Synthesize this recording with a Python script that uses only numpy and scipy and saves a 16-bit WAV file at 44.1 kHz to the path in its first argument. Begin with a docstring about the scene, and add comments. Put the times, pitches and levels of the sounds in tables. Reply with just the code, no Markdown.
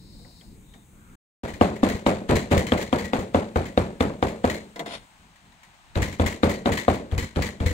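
"""Ticks, nudges, an insect and faint whirrs open over a far outdoor rush and a thin electric buzz.
After a short silence a cleaver minces meat on a thick wooden block: blows excite decaying modes and noise,
and a steel pot beside it jumps and clanks back down. Then the blade taps and scrapes in noise grains,
small ticks follow and the chopping resumes. Shaped noise makes the outdoors, locked harmonics the buzz."""
import sys
import numpy as np
from scipy import signal
from scipy.fft import rfft, irfft, next_fast_len
from scipy.io import wavfile
from scipy.ndimage import map_coordinates

SR = 44100
rng = np.random.default_rng(int(sys.argv[2]) if len(sys.argv) > 2 else 0)


def wrap_up_sound(samples):
    """Save the sound to the file named by the first command line argument, as 16-bit audio."""
    columns = np.atleast_2d(samples).T
    # keep every value between -1 and 1, then stretch to whole-number steps
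    tamed = np.clip(columns, -1, 1)
    steps = np.round(tamed * 32767).astype(np.int16)
    wavfile.write(sys.argv[1], SR, steps)


N = 340893
T = np.arange(SR // 2) / SR  # time axis of one struck sound, s
# The silence: its start and end in seconds.
SILENCE_START_S, SILENCE_END_S = (1.156, 1.433)


def amp(db):
    """Decibel law: 20 dB is a factor of ten in amplitude."""
    return 10 ** (np.asarray(db) / 20)


def unit(x):
    """Normalisation to an rms of 1."""
    return x / np.sqrt(np.mean(x ** 2) + 1e-20)


def along(points, hz):
    """Interpolation of (Hz, value) points on a logarithmic frequency axis."""
    f, v = np.transpose(points)
    return np.interp(np.log(hz + 1), np.log(f + 1), v)


def curves(rows, **ends):
    """Linear interpolation in time: one value per sample for each column after the time."""
    s, *columns = np.transpose(rows)
    return [np.interp(np.arange(N) / SR, s, column, **ends) for column in columns]


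def wobble(rate):
    """Random modulation: a smooth curve through rate random knots a second."""
    knots = rng.standard_normal(int(N * rate / SR) + 4)
    return map_coordinates(knots, [np.arange(N) * rate / SR])


def filtered(x, response):
    """Linear filtering: the spectrum times a complex response of frequency."""
    m = next_fast_len(N + SR // 2)
    return irfft(rfft(x, m) * response(np.fft.rfftfreq(m, 1 / SR)), m)[..., :N]


def coloured(x, spectrum):
    """Minimum-phase filtering with unit energy: causal, so nothing rings before the blow."""
    size = 8192
    level_db = np.maximum(along(spectrum, np.fft.rfftfreq(size, 1 / SR)), -90)
    cepstrum = irfft(np.log(amp(level_db)))
    # folding the cepstrum onto positive time makes the phase minimal
    cepstrum[1:size // 2] *= 2
    cepstrum[size // 2 + 1:] = 0
    impulse = irfft(np.exp(rfft(cepstrum)))
    return signal.fftconvolve(x, impulse[None] / np.linalg.norm(impulse), axes=1)[:, :N]


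def noise(spectrum):
    """Spectrally shaped noise: two unrelated noises with a joint rms of 1."""
    return unit(filtered(rng.standard_normal((2, N)), lambda hz: amp(along(spectrum, hz))))


def add(track, s, sound):
    """Superposition: lay a sound into a track at s seconds."""
    part = track[:, round(s * SR):][:, :sound.shape[1]]
    part += sound[:, :part.shape[1]]


# Decay on the porch. Each row: frequency in Hz, 60 dB decay time in s before stretching.
PORCH = [(100, 0.48), (400, 0.47), (1100, 0.31), (3000, 0.37), (8000, 0.36), (15000, 0.22)]


def tail(stretch, rise, lumpy_db):
    """Diffuse decay: scattered noise whose every frequency dies at its own speed, in lumps."""
    hz, t, z = signal.stft(rng.standard_normal((2, len(T))), SR, nperseg=128)
    lumps_db = lumpy_db * rng.standard_normal(len(t) // 3 + 1).repeat(3)[:len(t)]
    decay_db = -60 * t / (stretch * along(PORCH, hz)[:, None])
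    x = signal.istft(z * amp(lumps_db + decay_db), SR, nperseg=128)[1]
    return x[:, :len(T)] * (1 - np.exp(-T / rise))


def ring(modes, scatter_db, detune, rise):
    """Modal decay: modes at new strengths, retuned by where the blow lands; weaker in the scattered part."""
    hz, db, t60 = np.transpose(modes)[..., None]
    level, shift, phase = rng.standard_normal((3, len(modes), 1))
    fade = amp(db + scatter_db * level - 60 * T / t60) * (1 - np.exp(-T / rise))
    turn = 2 * np.pi * hz * (1 + detune * shift) * T
    direct = np.sum(fade * np.sin(turn), 0)
    scattered = .7 * np.sum(fade * np.sin(turn + 2 * phase), 0)
    return np.array([direct, scattered])


# Cleaver blows. Each row: start in seconds, strength in dB, cushioning by meat in dB at DULL_HZ,
# table thump in dB, crack of the edge in dB.
BLOWS = [(1.4354, -28, 14, -32.5, -40), (1.6123, -17.5, 2, -29, -17.5), (1.8319, -18.5, 5, -28.5, -24),
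         (2.0647, -17, 4.5, -31, -14), (2.2931, -16.5, 17, -18.5, -23), (2.5133, -15.5, 14.5, -20.5, -28),
         (2.721, -20.5, 3.5, -27, -12.5), (2.9289, -20, 4.5, -31, -15.5), (3.134, -21.5, 3.5, -40, -14),
         (3.3463, -20.5, 1.3, -29.5, -16.5), (3.5593, -23, 1, -23.5, -23), (3.776, -22, 0.4, -22.5, -12),
         (4.0071, -20.5, 1.5, -26.5, -12.5), (4.227, -22, .6, -27, -15), (4.4425, -21.5, 3, -26.5, -20.5),
         (5.9564, -22.5, 27, -18, -20.5), (6.1977, -21, 6.5, -20.5, -19), (6.4335, -18, 3.5, -23, -14),
         (6.6586, -19.5, 7.5, -32, -13), (6.8818, -20, 0.2, -24.5, -18), (7.1145, -31, 36, -22, -33),
         (7.3604, -24, 22.5, -19.5, -22), (7.6036, -28, 13.5, -20.5, -26)]
SOFT_S_PER_DB = .0003  # cushioning sets the wood going more slowly
# Scattered knock of the wood. Each row: frequency in Hz, relative level in dB per Hz.
KNOCK_COLOUR = [(53, -16.5), (90, -5), (139, -6.5), (204, -2), (294, -4.5), (512, -4), (572, -3), (725, -8),
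                (1280, -15), (2500, -29), (3250, -64.5), (5500, -120)]
# Struck face of the block. Each row: frequency in Hz, level in dB before cushioning, t60 in s.
FACE_MODES = [(310, -7, .03), (520, -4, .02), (730, -1, .011), (1050, -4, .01)]
# Echoes of table top, pillar and wall. Each row: delay in seconds, level in dB.
ECHOES = [(.0041, -5), (.0085, -10), (.024, -11)]
DULL_HZ = 598  # meat takes the full cushioning off the face here, less below, more above
KNOCK_DB = 22.5  # face modes over the blow strength


def block_knock():
    """Impact excitation: the struck face rings and echoes, with a diffuse knock of the wood around it."""
    wood, face = np.zeros((2, 2, N))
    for s, db, cushion_db, _, _ in BLOWS:
        rise = .0012 + SOFT_S_PER_DB * cushion_db
        add(wood, s, amp(db) * tail(stretch=1.123, rise=rise, lumpy_db=2.0))
        modes = [(hz, level - cushion_db * hz / DULL_HZ, t60) for hz, level, t60 in FACE_MODES]
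        add(face, s, -amp(db + KNOCK_DB) * ring(modes, scatter_db=1.5, detune=.05, rise=.0009))
    walls = lambda hz: 1 + sum(amp(db) * np.exp(-2j * np.pi * hz * delay) for delay, db in ECHOES)
    return coloured(wood, KNOCK_COLOUR) + filtered(face, walls)


# Wet smack of meat. Each row: frequency in Hz, relative level in dB per Hz.
SMACK_COLOUR = [(710, -23), (1200, -5), (1290, -5.5), (2230, -5), (2830, -10.5), (4360, -13.5),
                (5240, -22.5), (7410, -18), (10400, -28), (15000, -30.5), (16000, -34.5)]
SMACK_DB = -12  # over the blow strength


def wet_smack():
    """Broadband friction and splash: the edge hisses ever louder through meat, then smacks wetly."""
    wet = np.zeros((2, N))
    cut = np.arange(500) / SR
    swell_db = -3.5 - 2300 * cut[::-1]
    for s, db, _, _, _ in BLOWS:
        hiss = amp(db + SMACK_DB + swell_db) * rng.standard_normal((2, len(cut)))
        add(wet, s - len(cut) / SR, hiss)
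        add(wet, s, amp(db + SMACK_DB) * tail(stretch=1.056, rise=.0014, lumpy_db=1.5))
    return coloured(wet * unit(amp(2.16 * wobble(350))), SMACK_COLOUR)


# The edge meeting wood. Each row: frequency in Hz, relative level in dB, t60 in s.
CRACK_MODES = [(1550, 3, 0.0059), (2200, 3, 0.0055), (2865, 3, 0.0046), (3520, -1.5, 0.0099),
               (4380, -8, 0.0036)]


def edge_crack():
    """Short contact excitation: the hard edge rings strongly damped high modes."""
    cracks = np.zeros((2, N))
    for s, _, _, _, crack_db in BLOWS:
        add(cracks, s, amp(crack_db) * ring(CRACK_MODES, scatter_db=1.0, detune=.06, rise=.00039))
    return cracks


# Block. Each row: frequency in Hz, relative level in dB, t60 in s.
BLOCK_MODES = [(189.7, -4.5, 0.56), (217.2, -5, 0.79), (295, -1, 0.2), (388, -6.5, 0.33), (504.4, -4, 0.29)]
# Table under the block. Each row: frequency in Hz, relative level in dB, t60 in s.
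TABLE_MODES = [(62.4, -4, 0.36), (80, 6, .1), (84.4, 2.5, 0.28), (110, -8, 0.35), (142.4, -5.5, 0.36)]
HUM_DB = -6  # block modes over the blow strength
SINK_S_PER_DB = .0003  # a cushioned blow reaches the table later
REBOUND_S, REBOUND_DB = .0125, -9  # the block rocks back onto the table: delay, level over the thump


def table_and_block():
    """Coupled resonance: the blow sets block and table humming, and the rebound shakes both again."""
    hum = np.zeros((2, N))
    for s, db, cushion_db, thump_db, _ in BLOWS:
        thump = ring(TABLE_MODES, scatter_db=1.8, detune=.03, rise=.006)
        add(hum, s + SINK_S_PER_DB * cushion_db, amp(thump_db) * thump)
        add(hum, s + REBOUND_S, shudder(thump_db + REBOUND_DB))
        rise = .0008 + SOFT_S_PER_DB * cushion_db
        add(hum, s, amp(db + HUM_DB) * ring(BLOCK_MODES, scatter_db=1.5, detune=.012, rise=rise))
    return hum


def shudder(db):
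    """Added damping: table and block shaken from below die sooner than their own decay."""
    return amp(db - 60 * T / .24) * ring(TABLE_MODES + BLOCK_MODES, scatter_db=3.5, detune=.0427, rise=.0045)


def cleaver():
    """Superposition of the mechanisms of one blow: knock, smack, crack and hum."""
    return block_knock() + wet_smack() + edge_crack() + table_and_block()


# Landings of the pot. Each row: start in seconds, clank in dB, table thump in dB.
LANDINGS = [(1.4829, -39.5, -43), (1.5361, -42.5, -39.5), (1.756, -45, -47.5), (1.8867, -29.5, -38.5),
            (1.9456, -37, -31.5), (2.355, -24, -21), (2.575, -25.5, -19.5), (2.6662, -32, -44),
            (2.7747, -30, -34), (2.812, -30.5, -39), (2.9842, -32, -43.5), (3.0429, -37, -38),
            (3.1881, -37, -31), (3.6548, -39, -56.5), (4.2807, -38.5, -49.5), (4.4972, -31.5, -43.5),
            (4.5401, -35.5, -42.5), (6.0187, -26.5, -22), (6.0772, -37, -32.5), (6.1225, -39.5, -37.5),
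            (6.2606, -25.5, -27), (6.3144, -36, -45.5), (6.4931, -29, -27.5), (6.5398, -38, -49.5),
            (6.719, -27, -24.5), (6.772, -26, -43), (6.9345, -36, -34.5), (7.1786, -27.5, -23.5),
            (7.223, -34, -27), (7.42, -28, -31), (7.46, -33.5, -34), (7.6602, -28.5, -23.5),
            (7.706, -37, -28)]
# Steel pot. Each row: frequency in Hz, relative level in dB, t60 in s.
POT_MODES = [(1700, -9, .15), (1916, -1, .25), (2150, -2, .09), (2450, -5, .08), (3058, -9, .22),
             (3370, -10, .1), (4091, -7, .3), (4560, -12, .18), (5561, -18, .12), (7060, -8, .05),
             (7400, -12, .05)]
# Clank and light splashes. Each row: frequency in Hz, relative level in dB per Hz.
CLANK_COLOUR = [(590, -20), (1000, -4.5), (1380, -10.5), (1980, 1), (2230, -2.5), (2530, -10.5),
                (4120, -12.5), (4900, -17.5), (5380, -19), (7100, -14), (10100, -24.5), (14900, -25),
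                (16000, -13.5)]
RING_DB = -8  # the pot's ring over the clank
RIM_SHARE = .24  # dB of ring per dB of clank over thump: a rim landing thumps less and rings more


def pot():
    """Rattle and modal ringing: each landing shakes the table too, and a rocking base roughens the ring."""
    rattle, steel, table = np.zeros((3, 2, N))
    for s, clank_db, thump_db in LANDINGS:
        add(rattle, s, amp(clank_db) * tail(stretch=.79, rise=.00075, lumpy_db=.17))
        ring_db = clank_db + RING_DB + RIM_SHARE * (clank_db - thump_db)
        add(steel, s, amp(ring_db) * ring(POT_MODES, scatter_db=4, detune=.005, rise=.0006))
        add(table, s, shudder(thump_db))
    rocking = np.tanh(wobble(90) + .8)
    uneven = unit(amp(2.5 * wobble(300)))
    return coloured(rattle * uneven, CLANK_COLOUR) + steel * unit(rocking) + table


# Ticks of scraps and fingers. Each row: start in seconds, ring level in dB, pitch in Hz, splash in dB.
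TICKS = [(.249, -47, 1950, -66), (.411, -37, 3200, -53), (.738, -43, 3170, -49), (5.358, -51, 1880, -51.5),
         (5.522, -54, 3940, -55), (5.632, -49, 2320, -46), (5.65, -58, 9100, -56), (5.23, -60, 2300, -60),
         (5.74, -60, 3500, -58)]
# Fingers push meat on the wood. Each row: start in seconds, level in dB.
NUDGES = [(.189, -58), (.249, -50.5), (.411, -57), (.74, -52.5)]
# The flat blade touches the block. Each row: start in seconds, splash level in dB.
TAPS = [(4.759, -39.5), (4.793, -32), (4.86, -39)]
# Steel blade. Each row: frequency in Hz, relative level in dB when tapped, t60 in s when tapped.
STEEL_MODES = [(465, -3, .2), (664, -4, .12), (980, -6, .15), (1390, -12, .08), (2050, -1, .1),
               (2880, -14, .07), (3310, -2, .05), (3680, -5, .06), (4300, -10, .06), (5150, -11, .06),
               (7060, -20, .05), (8900, -18, .06)]
# Wood under light touch. Each row: frequency in Hz, relative level in dB per Hz.
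WOOD_COLOUR = [(88, -56), (150, -4.5), (189, -2.5), (641, -6.5), (681, 2.5), (732, -5.5), (1700, -19),
               (2210, -52), (3740, -120)]
TICK_T60_S = .016
TAP_RING_DB, TAP_KNOCK_DB = 3, .8  # steel and wood over the splash


def light_touches():
    """Weak impact excitation: small rings with splashes for ticks and taps, wooden knocks for nudges and taps."""
    pings, knocks, splash = np.zeros((3, 2, N))
    touches = [(s, db, [(hz, 0, TICK_T60_S)], splash_db) for s, db, hz, splash_db in TICKS]
    touches += [(s, db + TAP_RING_DB, STEEL_MODES, db) for s, db in TAPS]
    for s, db, modes, splash_db in touches:
        add(pings, s, amp(db) * ring(modes, scatter_db=1.5, detune=.003, rise=.0005))
        add(splash, s, amp(splash_db) * tail(stretch=.28, rise=.0004, lumpy_db=1.5))
    for s, db in NUDGES + [(s, db + TAP_KNOCK_DB) for s, db in TAPS]:
        add(knocks, s, amp(db) * tail(stretch=.76, rise=.00076, lumpy_db=.5))
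    return pings + coloured(splash, CLANK_COLOUR) + coloured(knocks, WOOD_COLOUR)


# The scrape. Each row: time in seconds, wood level in dB, blade level in dB before its two parts are mixed.
SCRAPE = [(4.855, -60, -58), (4.865, -39.5, -47.5), (4.92, -40, -40.5), (4.96, -43, -42), (5, -58, -57),
          (5.06, -61, -76)]
# Scraping edge. Each row: frequency in Hz, relative level in dB per Hz.
BLADE_COLOUR = [(820, -30.5), (1400, -3.5), (1750, -11.5), (1880, -4.5), (3010, -5.5), (3360, -4),
                (4660, -12), (8250, -25), (9230, -15), (16000, -55)]


def scrape():
    """Friction excitation: the edge dragged over wood in short grains drives damped blade resonances."""
    wood_db, blade_db = curves(SCRAPE, left=-120, right=-120)
    grains = unit(amp(2.0 * wobble(300) + 1.7 * wobble(40)))
    width = 70  # Hz: the wood damps the dragged blade

    def resonances(f):
        """Sum of second-order resonances with alternating sign."""
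        total = 0
        for k, (centre, db, _) in enumerate(STEEL_MODES):
            loss = 1j * f * width
            total = total + (-1) ** k * amp(.6 * db) * loss / (centre * centre - f * f + loss)
        return total

    song = unit(filtered(rng.standard_normal((2, N)), resonances))
    blade = 1.1 * noise(BLADE_COLOUR) + 1.07 * song
    return grains * (amp(wood_db) * noise(WOOD_COLOUR) + amp(blade_db) * blade)


# Outdoor levels before and after the silence. Each row: time in seconds, rumble in dB, rush in dB,
# hiss in dB before HISS_LIFT_DB.
AIR_BEFORE, AIR_AFTER = [
    [(0.0, -54, -66.5, -69), (0.206, -49, -65, -62), (1.14, -50.5, -64, -67)],
    [(5.08, -57, -57.5, -64), (5.394, -60.5, -58, -70.5), (5.9, -59.5, -57.5, -70)],
]
# Rumble, rush and hiss. Each row: frequency in Hz, relative level in dB per Hz.
RUMBLE_COLOUR = [(12, -40), (20, -7.5), (48, -2.5), (92, -7.5), (200, -7.5), (414, -22), (500, -24.5),
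                 (650, -33), (1100, -120)]
RUSH_COLOUR = [(210, -43), (350, -31), (676, -6.5), (906, -4), (1120, -8), (2060, -10), (4080, -16),
               (5100, -22.5), (5800, -21.5), (7540, -26.5), (12800, -120)]
HISS_COLOUR = [(2940, -47), (5000, -28.5), (5900, -14.5), (6380, -9.5), (6890, -3), (8500, 0.5),
               (11300, -17.5), (13300, -11.5), (15000, -13), (16000, -0.5)]
HISS_LIFT_DB = 2.0


def outdoor_air():
    """Shaped noise with random level modulation: rumble, far rush and hiss drift a little."""
    before = np.arange(N) < SILENCE_END_S * SR
    rumble_db, rush_db, hiss_db = np.where(before, curves(AIR_BEFORE), curves(AIR_AFTER))
    hiss = noise(HISS_COLOUR)
    hiss = hiss + before * .3 * filtered(hiss, lambda hz: hz > 9500)  # brighter before the silence
    rumble = amp(rumble_db + 3.0 * wobble(9.3)) * noise(RUMBLE_COLOUR)
    rush = amp(rush_db + .5 * wobble(8.3)) * noise(RUSH_COLOUR)
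    return rumble + rush + amp(hiss_db + HISS_LIFT_DB + .8 * wobble(13)) * hiss


# Insect level. Each row: time in seconds, level in dB.
INSECT_LEVEL = [(0, -62), (.1, -59), (.4, -59), (.55, -71), (.62, -89)]
# Insect chirr. Each row: frequency in Hz, relative level in dB per Hz.
CHIRR_COLOUR = [(2000, -60), (3400, -27), (3730, -0.5), (4190, 0.5), (5330, -5), (6000, -20), (7800, -52),
                (13200, -120)]


def insect():
    """Amplitude-modulated band noise: the insect chirrs unevenly and fades."""
    level_db, = curves(INSECT_LEVEL, right=-120)
    return amp(level_db + .78 * wobble(60.7)) * noise(CHIRR_COLOUR)


# Faint far whirrs. Each row: start in seconds, length in seconds, pitch in Hz,
# half width in Hz (to 1/e), level in dB at the top of the swell.
WHIRRS = [(0.614, 0.25, 3720, 250, -65), (.45, 0.27, 2300, 200, -74), (0.83, .4, 2300, 250, -72),
          (.85, .6, 1380, 310, -61.5)]


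def whirrs():
    """Narrow-band noise under a half-sine swell."""
    t = np.arange(N) / SR
    total = np.zeros((2, N))
    for s, length, pitch, width, db in WHIRRS:
        band = filtered(rng.standard_normal((2, N)), lambda f: np.exp(-((f - pitch) / width) ** 2))
        swell = np.sin(np.pi * np.clip((t - s) / length, 0, 1))
        total += amp(db) * swell * unit(band)
    return total


# Strength of the buzz harmonics. Each row: frequency in Hz, rms in dB before random unevenness
# and the opening boost.
BUZZ_LEVEL = [(5800, -97), (6400, -82), (7100, -89), (7500, -85), (8500, -84), (9500, -92), (10500, -97),
              (12500, -105), (14500, -96), (15700, -99)]
BUZZ_HZ = 200
# Boost of the buzz before the silence: up to 10 kHz in dB, above 10 kHz in dB.
OPENING_LOW_DB, OPENING_HIGH_DB = 3.5, 8


def buzz():
    """Fourier series of steady electric pulses: harmonics in phase, alike in both channels."""
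    hz = BUZZ_HZ * np.arange(29, 79)[:, None]
    t = np.arange(N) / SR
    uneven_db = 2.5 * rng.standard_normal(hz.shape)
    boost = amp(np.where(hz > 10000, OPENING_HIGH_DB, OPENING_LOW_DB))
    opening = np.where(t < SILENCE_START_S, boost, 1)
    level = amp(along(BUZZ_LEVEL, hz) + uneven_db) * opening
    return np.sqrt(2) * np.sum(level * np.cos(2 * np.pi * hz * t), 0)


# Stereo likeness. Each row: frequency in Hz, left-right correlation for equal unrelated parts.
ALIKE = [(60, 0.91), (250, 0.99), (600, 0.97), (1500, 0.34), (4000, 0.14), (12000, 0.29)]
# Stereo balance. Each row: frequency in Hz, left minus right in dB before scaling by lean.
LEAN = [(60, 3.5), (150, 0.5), (380, 0.5), (950, 1.5), (2380, 6.5), (5980, 11), (15000, 6.5)]
# Stereo phase. Each row: frequency in Hz, radians by which the left port hears earlier.
LEAD = [(50, -0.7), (250, 0.49), (600, 1.11), (1030, 1.11), (1900, 5), (4000, 7.5), (16000, 22)]


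def ports(pair, lean):
    """Interchannel coherence, level and phase: a direct and a scattered part become left and right."""
    angle = lambda hz: np.arccos(np.clip(along(ALIKE, hz), -1, 1)) / 2
    mid, side = filtered(pair, lambda hz: np.array([np.cos(angle(hz)), np.sin(angle(hz))]))
    half = np.array([[.5], [-.5]])  # each port takes half of every difference
    tilt = lambda hz: amp(half * lean * along(LEAN, hz)) * np.exp(1j * half * along(LEAD, hz))
    return filtered(np.array([mid + side, mid - side]), tilt)


def scene():
    """Superposition of the near sources, the outdoors and the buzz."""
    near = cleaver() + pot() + light_touches() + scrape()
    far = outdoor_air() + insect() + whirrs()
    return ports(near, lean=.76) + ports(far, lean=.69) + buzz()


TOP_HZ = 15850  # band limit


def record(dry):
    """Saturation, gating and band limiting: peaks bend at full scale, the silence cuts in, the top is cut off."""
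    t = np.arange(N) / SR
    fade_out = np.clip((SILENCE_START_S - t) / .0023, 0, 1)
    fade_in = np.clip((t - SILENCE_END_S) / .0024, 0, 1)
    soft = dry / (1 + np.abs(dry) ** 6) ** (1 / 6)
    return filtered(soft * (fade_out + fade_in), lambda hz: np.clip((TOP_HZ - hz) / 150, 0, 1) ** 2)


dry = scene()
out = record(dry)
wrap_up_sound(out)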